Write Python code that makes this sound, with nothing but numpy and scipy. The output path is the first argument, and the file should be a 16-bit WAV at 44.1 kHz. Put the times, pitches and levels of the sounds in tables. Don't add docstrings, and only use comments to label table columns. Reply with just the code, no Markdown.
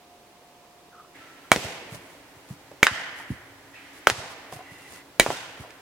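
import sys
import numpy as np
from scipy import signal
from scipy.fft import rfft, irfft, next_fast_len
from scipy.io import wavfile

SR = 44100
rng = np.random.default_rng(int(sys.argv[2]) if len(sys.argv) > 2 else 0)


def wav_record(signal):
    frames = np.transpose(np.atleast_2d(signal))
    bounded = np.clip(frames, -1, 1)
    quanta = np.round(bounded * 32767).astype(np.int16)
    wavfile.write(sys.argv[1], SR, quanta)


N = 256220
TIME = np.arange(N) / SR

# (time [s], level [dB], pitch [Hz], slap re push [dB])
LANDINGS = [(1.566, -31, 102, 3), (1.646, -30.5, 110, -8), (1.920, -33, 145, -16), (1.946, -37, 137, -12),
            (2.363, -48, 109, -16), (2.505, -26.5, 144.7, -19), (2.914, -35, 97, 0.5),
            (3.307, -24, 113, 4.5), (4.112, -32.5, 108, -9), (4.18, -37, 107, -14), (4.529, -35, 170, -6),
            (4.559, -38.5, 123, -3), (4.714, -40.5, 135, -20), (5.284, -28.5, 125, -12),
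            (5.326, -33, 225, -19), (5.601, -33, 122, -4.5)]


def axe_blows(trunks, tear_db=-23.5):
    # (time [s], crack level [dB], fracture length [s], axe ring level [dB], echo level [dB])
    strokes = [(1.5167, -1, .0011, -15, -10), (2.8295, -3.5, .0014, -15, -7),
               (4.0704, -2.5, 0.000898, -29, -13.5), (5.1972, -2, .0013, -9.5, -11)]
    # (frequency [Hz], gain [dB])
    spectra_ahead = [
        [(35, -35), (60, -12.5), (149, -5.5), (469, -8), (636, -1.5), (1170, -4.5), (1440, -3.5), (2090, -3),
         (2650, -18.5), (3270, -5.5), (3500, -22), (3760, -10), (4640, -20), (9350, -18), (16000, -38)],
        [(35, -13), (60, -19), (160, -11.5), (566, -6.5), (862, -13), (1660, -4.5), (1820, -4.5), (2050, 1),
         (3190, -16), (4320, -21.5), (5210, -26), (6280, -18), (8120, -25), (14200, -32), (16000, -62)],
        [(35, -89), (60, -39), (268, -18.5), (553, -7), (1110, -9.5), (1440, -2), (2000, -17), (2250, -16),
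         (2900, -21), (3190, -15), (3760, -38), (6140, -25), (7230, -40), (14900, -42.5), (16000, -44)],
        [(35, -1), (60, -11.5), (593, -1), (1170, -16), (1660, -4), (2250, -2), (2520, -7), (3190, -7),
         (3420, -16), (3850, -3), (5330, -38), (6900, -7), (7750, -19), (9130, -12), (16000, -32)],
    ]
    # (frequency [Hz], gain [dB])
    spectra_sideways = [
        [(88, -45), (150, -9.5), (240, -8), (368, -7), (414, -5.5), (689, -8), (1240, -13.5), (2180, -6),
         (3920, -13), (7040, -24), (14800, -37.5), (16000, -44)],
        [(88, -45), (150, -13), (217, -13), (270, -13), (361, -16.5), (689, -10), (1140, -8.5), (1900, 3.5),
         (2700, -8.5), (3040, -3.5), (3770, -13.5), (4760, -15.5), (7770, -29.5), (16000, -47)],
        [(88, -29), (150, -8), (328, -11), (361, -5.5), (675, -5), (2310, -5.5), (2650, -8.5), (4160, -10),
         (11300, -32.5), (14500, -50), (16000, -67)],
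        [(88, -37), (150, -14), (275, -11), (414, -7), (601, -11), (1020, -5.5), (1240, -9.5), (1360, -3),
         (3220, -5), (9260, -23.5), (16000, -36)],
    ]
    # (frequency [Hz], level [dB], t60 [s])
    axe_modes = [(684, -4, 0.024), (1930, -6.5, 0.073), (2062, -4.5, 0.048), (2280, 4.5, 0.052),
                 (3223, -5, 0.03), (3850, -33.5, 0.013), (6650, -9, 0.038)]
    out, t = np.zeros((2, N)), seconds(8192)
    for (s, db, length, ring_db, echo_db), ahead, sideways in zip(strokes, spectra_ahead, spectra_sideways):
        ring = sum(from_db(mode_db + rng.normal(0, 1.1)) * mode(t, hz, t60) * rng.choice([-1, 1])
                   for hz, mode_db, t60 in axe_modes)
        add(out, s, from_db(db) * nearby(crack(length, ahead), near_db=-12))
        add(out, s, from_db(ring_db) * nearby(ring, near_db=-20))
        add(out, s, from_db(tear_db) * nearby(tearing(), near_db=-7.5))
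        add(out, s, from_db(echo_db) * echo(crack(length, sideways), trunks))
    return out


def crack(length, spectrum):
    burst = colour(fracture(length), spectrum)
    return burst / np.sqrt(np.sum(burst ** 2) / (.003 * SR))


def fracture(length, count=32, size=8192):
    hz = np.minimum((np.arange(count) + rng.random(count)) / length, .48 * SR)
    radius = np.exp(-np.pi * .45 / length / SR)
    a1 = -2 * radius * np.cos(2 * np.pi * hz / SR)
    one = np.ones(count)
    allpasses = np.column_stack([radius ** 2 * one, a1, one, one, a1, radius ** 2 * one])
    return signal.sosfilt(allpasses, signal.unit_impulse(size) + 1e-18)


def tearing(decay_s=0.019, snaps_per_s=900, size=4096):
    # (frequency [Hz], gain [dB])
    fibre_spectrum = [(300, -22), (1000, -3.5), (3000, -1), (7000, -7), (11000, -10.5), (16000, -16)]
    snaps = (rng.random(size) < snaps_per_s / SR) * rng.standard_normal(size)
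    return rms_one(colour(snaps, fibre_spectrum)) * np.exp(-seconds(size) / decay_s)


def knocks(trunks, pressed_t60_s=0.0038, ring_doubles_db=10, overtone_damping=0.54, echo_db=-14):
    # (time [s], level [dB], pitch [Hz], snap re body [dB])
    contacts = [(1.561, -15.5, 425, 4), (2.715, -33.5, 575, -9), (2.8682, 2, 1820, -5),
                (3.199, -32, 890, -12), (4.0995, -9.5, 920, 4.5), (4.525, -28.5, 730, -4.5),
                (4.564, -37.5, 743, -17), (4.592, -32.5, 733, -24), (4.606, -35, 753, -22),
                (4.74, -58, 907, 14), (5.2072, -13, 2120, 3.5), (5.2633, -8.5, 720, -14),
                (5.304, -10.5, 697, -16), (5.371, -33, 3560, 7), (5.637, -36, 740, -22),
                (5.648, -33, 706, -22), (5.706, -47, 1780, 14)]
    # (frequency re pitch [ratio], level [dB])
    billet_modes = [(1, 3.5), (1.4, -2), (1.95, -11.5), (2.75, -8.5)]
    # (frequency [Hz], gain [dB])
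    splinter_spectrum = [(200, -10), (2000, 6.5), (3200, 1.5), (6500, -2.5), (10000, -12.5), (16000, -36)]
    out, t = np.zeros((2, N)), seconds(4096)
    for s, db, hz, snap_db in contacts:
        t60 = pressed_t60_s * 2 ** (-db / ring_doubles_db)
        ring = sum(from_db(mode_db) * mode(t, hz * ratio, t60 / ratio ** overtone_damping)
                   for ratio, mode_db in billet_modes)
        band = signal.butter(2, [0.3 * hz, min(3.1 * hz, SR / 3)], "band", fs=SR, output="sos")
        body = signal.sosfilt(band, ring)
        snap = colour(fracture(0.000908, size=4096), splinter_spectrum)
        knock = from_db(db) * (body / np.abs(body).max() + from_db(snap_db) * snap / np.abs(snap).max())
        add(out, s, nearby(knock, near_db=-6))
        add(out, s, from_db(echo_db) * echo(knock, trunks))
    return out


def thuds(trunks, slap_lead_s=0.00444, slap_ratio=1.98, echo_db=-16):
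    out = np.zeros((2, N))
    for s, db, hz, slap_db in LANDINGS:
        slap = from_db(db + slap_db) * turf(slap_ratio * hz)
        push = from_db(db) * turf(hz)
        add(out, s - slap_lead_s, nearby(slap, near_db=-8.5))
        add(out, s, nearby(push, near_db=-9.5))
        add(out, s, from_db(echo_db) * echo(push, trunks))
    return out


def turf(hz, swings=2.1, size=4096):
    cycles = hz * seconds(size)
    envelope = np.sin(np.pi * np.minimum(cycles / swings, 1))
    return -envelope * np.sin(2 * np.pi * cycles)


def rustles(grain_db=3, grass_re_thud_db=-16, grass_limit_db=-51, grass_half_s=0.023):
    # (centre time [s], level [dB], half length [s])
    scuffs = [(1.952, -46, 0.0068), (2.1, -57, 0.076), (3.196, -48, 0.026), (3.97, -52, .03),
              (4.314, -49, 0.016), (4.533, -46, 0.0077), (4.807, -55, 0.039), (4.937, -46.5, 0.041)]
    # (frequency [Hz], gain [dB])
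    friction_spectrum = [(300, 5), (1000, 4.5), (3000, 1.5), (6000, 0), (10000, 0.5), (16000, -10.5)]
    crushed = [(s + grass_half_s / 2, min(db + grass_re_thud_db, grass_limit_db), grass_half_s)
               for s, db, _, _ in LANDINGS]
    swells = sum(from_db(db) * np.exp(-.5 * ((TIME - s) / half) ** 2) for s, db, half in scuffs + crushed)
    return swells * rms_one(diffuse(friction_spectrum) * from_db(grain_db * drift(650)))


def nearby(sound, near_db, t60=0.12, rise_s=0.0011, size=8192):
    # (frequency [Hz], gain [dB])
    spectrum = [(80, 3.6), (600, 2.7), (3000, 1.3), (9000, 1.7)]
    t = seconds(size)
    scatter = diffuse(spectrum, size) * from_db(-60 * t / t60) * (1 - np.exp(-t / rise_s))
    paths = from_db(near_db) * rms_one(scatter) / np.sqrt(size)
    paths[:, 0] += 1
    return echo(sound, paths)


def forest(rise_s=0.0013, size=57344):
    # (frequency [Hz], gain [dB])
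    echo_spectrum = [(60, 2.5), (250, -10.5), (700, -1.5), (2000, -6), (4000, -2), (8000, 9.5),
                     (15000, 8.5)]
    # (frequency [Hz], t60 [s])
    decay_times = [(100, 1.94), (500, 1.71), (2000, 1.6), (4000, 1.04), (8000, 0.7), (15000, 0.62)]
    t = seconds(size)
    echoes = diffuse(echo_spectrum, size) * from_db(0.96 * drift(121.7, size))
    hz, when, frames = signal.stft(echoes, SR, nperseg=512)
    decay = from_db(-60 * when / at_hz(decay_times, hz)[:, None])
    tail = signal.istft(frames * decay, SR)[1][:, :size]
    build_up = from_db(np.interp(t, [0, .07, .125], [-6, -5, 0])) * (1 - np.exp(-t / rise_s))
    return rms_one(tail * build_up) / np.sqrt(size)


def echo(sound, paths):
    return signal.fftconvolve(sound[None], paths, axes=1)


def bird_and_ringing(trunks, slide_s=0.037, blur=0.65, flutter_db=3, echo_db=-11):
    # (time [s], length [s], note [Hz], start above note [Hz],
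    # level [dB], fade [dB/s], pitch jitter [ratio])
    notes = [(0.917, .117, 1183, 480, -46, 80, 0.086), (1.028, 0.053, 1256, 0, -55, 60, 0.066),
             (1.19, .31, 1335, -4, -55, 15, .013), (3.735, 0.11, 2455, 195, -51, 57, 0.061),
             (4.579, 0.43, 2740, 0, -60, 13, 0.014), (4.655, .38, 2000, -1, -52.5, 13, 0.0185)]
    tones = np.zeros(N)
    for s, length, note_hz, slide_hz, db, fade_db_per_s, jitter in notes:
        size = int(length * SR)
        t = seconds(size)
        pitch = (note_hz + slide_hz * np.exp(-t / slide_s)) * (1 + jitter * drift(492, size))
        paths = 1 + blur * (drift(219.4, size) + 1j * drift(226, size))
        blurred = np.real(paths * np.exp(2j * np.pi * np.cumsum(pitch) / SR))
        tone = rms_one(blurred * from_db(flutter_db * drift(49, size)))
        envelope = gate(t, length, attack_s=0.019, release_s=0.012) * from_db(db - fade_db_per_s * t)
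        add(tones, s, tone * envelope)
    return tones + from_db(echo_db) * echo(tones, trunks)[:, :N]


def air(change_s=1.145, fade_s=0.015):
    # (frequency [Hz], gain [dB])
    first_air_spectrum = [(15, -47), (25, -21.5), (301, -15.5), (335, -12.5), (363, -13), (489, -14),
                          (591, -15.5), (695, -15), (887, -16), (1100, -17), (1400, -23), (2610, -23),
                          (16000, -36)]
    # (frequency [Hz], gain [dB])
    second_air_spectrum = [(15, -70), (25, -19.5), (130, -12.5), (242, -17), (277, -6.5), (309, -8.5),
                           (451, -12), (754, -12), (1020, -13.5), (1100, -16), (1790, -18), (2910, -21),
                           (16000, -32.5)]
    first_air = from_db(-54) * diffuse(first_air_spectrum) + hum(hz=710.6, db=-60.5)
    second_air = from_db(-51.5) * diffuse(second_air_spectrum) + hum(hz=277, db=-63)
    share = np.clip((TIME - change_s) / fade_s, 0, 1)
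    return np.sqrt(1 - share) * first_air + np.sqrt(share) * second_air


def wash(settle_s=0.52, edge_s=0.013):
    # (start [s], stop [s], first level [dB], settled level [dB])
    stretches = [(1.14, 3.73, -49.5, -63), (3.73, 5.03, -49, -54)]
    # (frequency [Hz], gain [dB])
    wash_spectrum = [(500, -29), (1200, -6), (1900, 4), (2700, -1.5), (4500, -12.5), (10000, -24),
                     (16000, -49)]
    envelope = np.zeros(N)
    for start, stop, first_db, settled_db in stretches:
        t = seconds(int((stop - start) * SR))
        db = settled_db + (first_db - settled_db) * np.exp(-t / settle_s)
        add(envelope, start, from_db(db) * gate(t, stop - start, edge_s, edge_s))
    return envelope * diffuse(wash_spectrum)


def hum(hz, db, waver_hz=2.34, waver_db=3):
    phase = 2 * np.pi * np.cumsum(hz + waver_hz * drift(24.62)) / SR
    return from_db(db) * rms_one(np.sin(phase) * from_db(waver_db * drift(21)))


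def diffuse(spectrum, size=N):
    # (frequency [Hz], likeness [0 to 1]); values below 0 count as unrelated
    likeness = [(60, 0.93), (150, 0.86), (380, 0.9), (950, 0.71), (2380, 0.17), (5980, -0.51),
                (15000, -0.33)]
    padded = next_fast_len(size, real=True)
    hz = np.fft.rfftfreq(padded, 1 / SR)
    alike = np.clip(at_hz(likeness, hz), 0, .995)
    mid, side = rfft(rng.standard_normal((2, padded)))
    ports = np.sqrt(1 + alike) * mid + np.sqrt(1 - alike) * side * [[1], [-1]]
    return rms_one(irfft(ports * from_db(at_hz(spectrum, hz)), padded)[:, :size])


def mode(t, hz, t60):
    return np.sin(2 * np.pi * hz * t) * from_db(-60 * t / t60)


def colour(x, spectrum, size=4096):
    gain = from_db(at_hz(spectrum, np.fft.rfftfreq(size, 1 / SR)))
    cepstrum = irfft(np.log(gain))
    cepstrum[1:size // 2] *= 2
    cepstrum[size // 2 + 1:] = 0
    return signal.fftconvolve(x, irfft(np.exp(rfft(cepstrum))))[:len(x)]


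def drift(per_s, size=N):
    return np.interp(seconds(size) * per_s, np.arange(4096), rng.standard_normal(4096))


def gate(t, length, attack_s, release_s):
    return np.clip(np.minimum(t / attack_s, (length - t) / release_s), 0, 1)


def from_db(db):
    return 10 ** (np.asarray(db) / 20)


def rms_one(x):
    return x / np.sqrt(np.mean(x ** 2) + 1e-20)


def at_hz(points, hz):
    f, value = np.transpose(points)
    return np.interp(np.log(np.maximum(hz, 1)), np.log(f), value)


def seconds(size):
    return np.arange(size) / SR


def add(out, s, sound):
    at = round(s * SR)
    out[..., at:at + sound.shape[-1]] += sound[..., :N - at]


def scene():
    trunks = forest()
    chopping = axe_blows(trunks) + knocks(trunks) + thuds(trunks) + rustles()
    return chopping + bird_and_ringing(trunks) + air() + wash()


def record(dry, ceiling=1.0, low_cut_hz=32, high_cut_hz=16100):
    # (frequency [Hz], level [dB])
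    right_excess = [(100, 1.6), (1000, 1.2), (2500, 1.5), (4500, 1.5), (8000, 1.4), (13000, 0.5)]
    # (frequency [Hz], phase [rad])
    left_lead = [(1000, 0.077), (2000, -0.054), (3700, -0.83), (5000, -1), (9000, -0.62), (13000, -1.2)]
    hz = np.fft.rfftfreq(N, 1 / SR)
    half_difference = from_db(-at_hz(right_excess, hz) / 2) * np.exp(.5j * at_hz(left_lead, hz))
    ports = irfft(rfft(dry) * [half_difference, 1 / half_difference], N)
    clipped = np.clip(ports, -ceiling, ceiling)
    low_cut = signal.butter(1, low_cut_hz, "high", fs=SR, output="sos")
    high_cut = signal.ellip(10, .1, 70, high_cut_hz, fs=SR, output="sos")
    return signal.sosfilt(high_cut, signal.sosfilt(low_cut, clipped))


dry = scene()
out = record(dry)
wav_record(out)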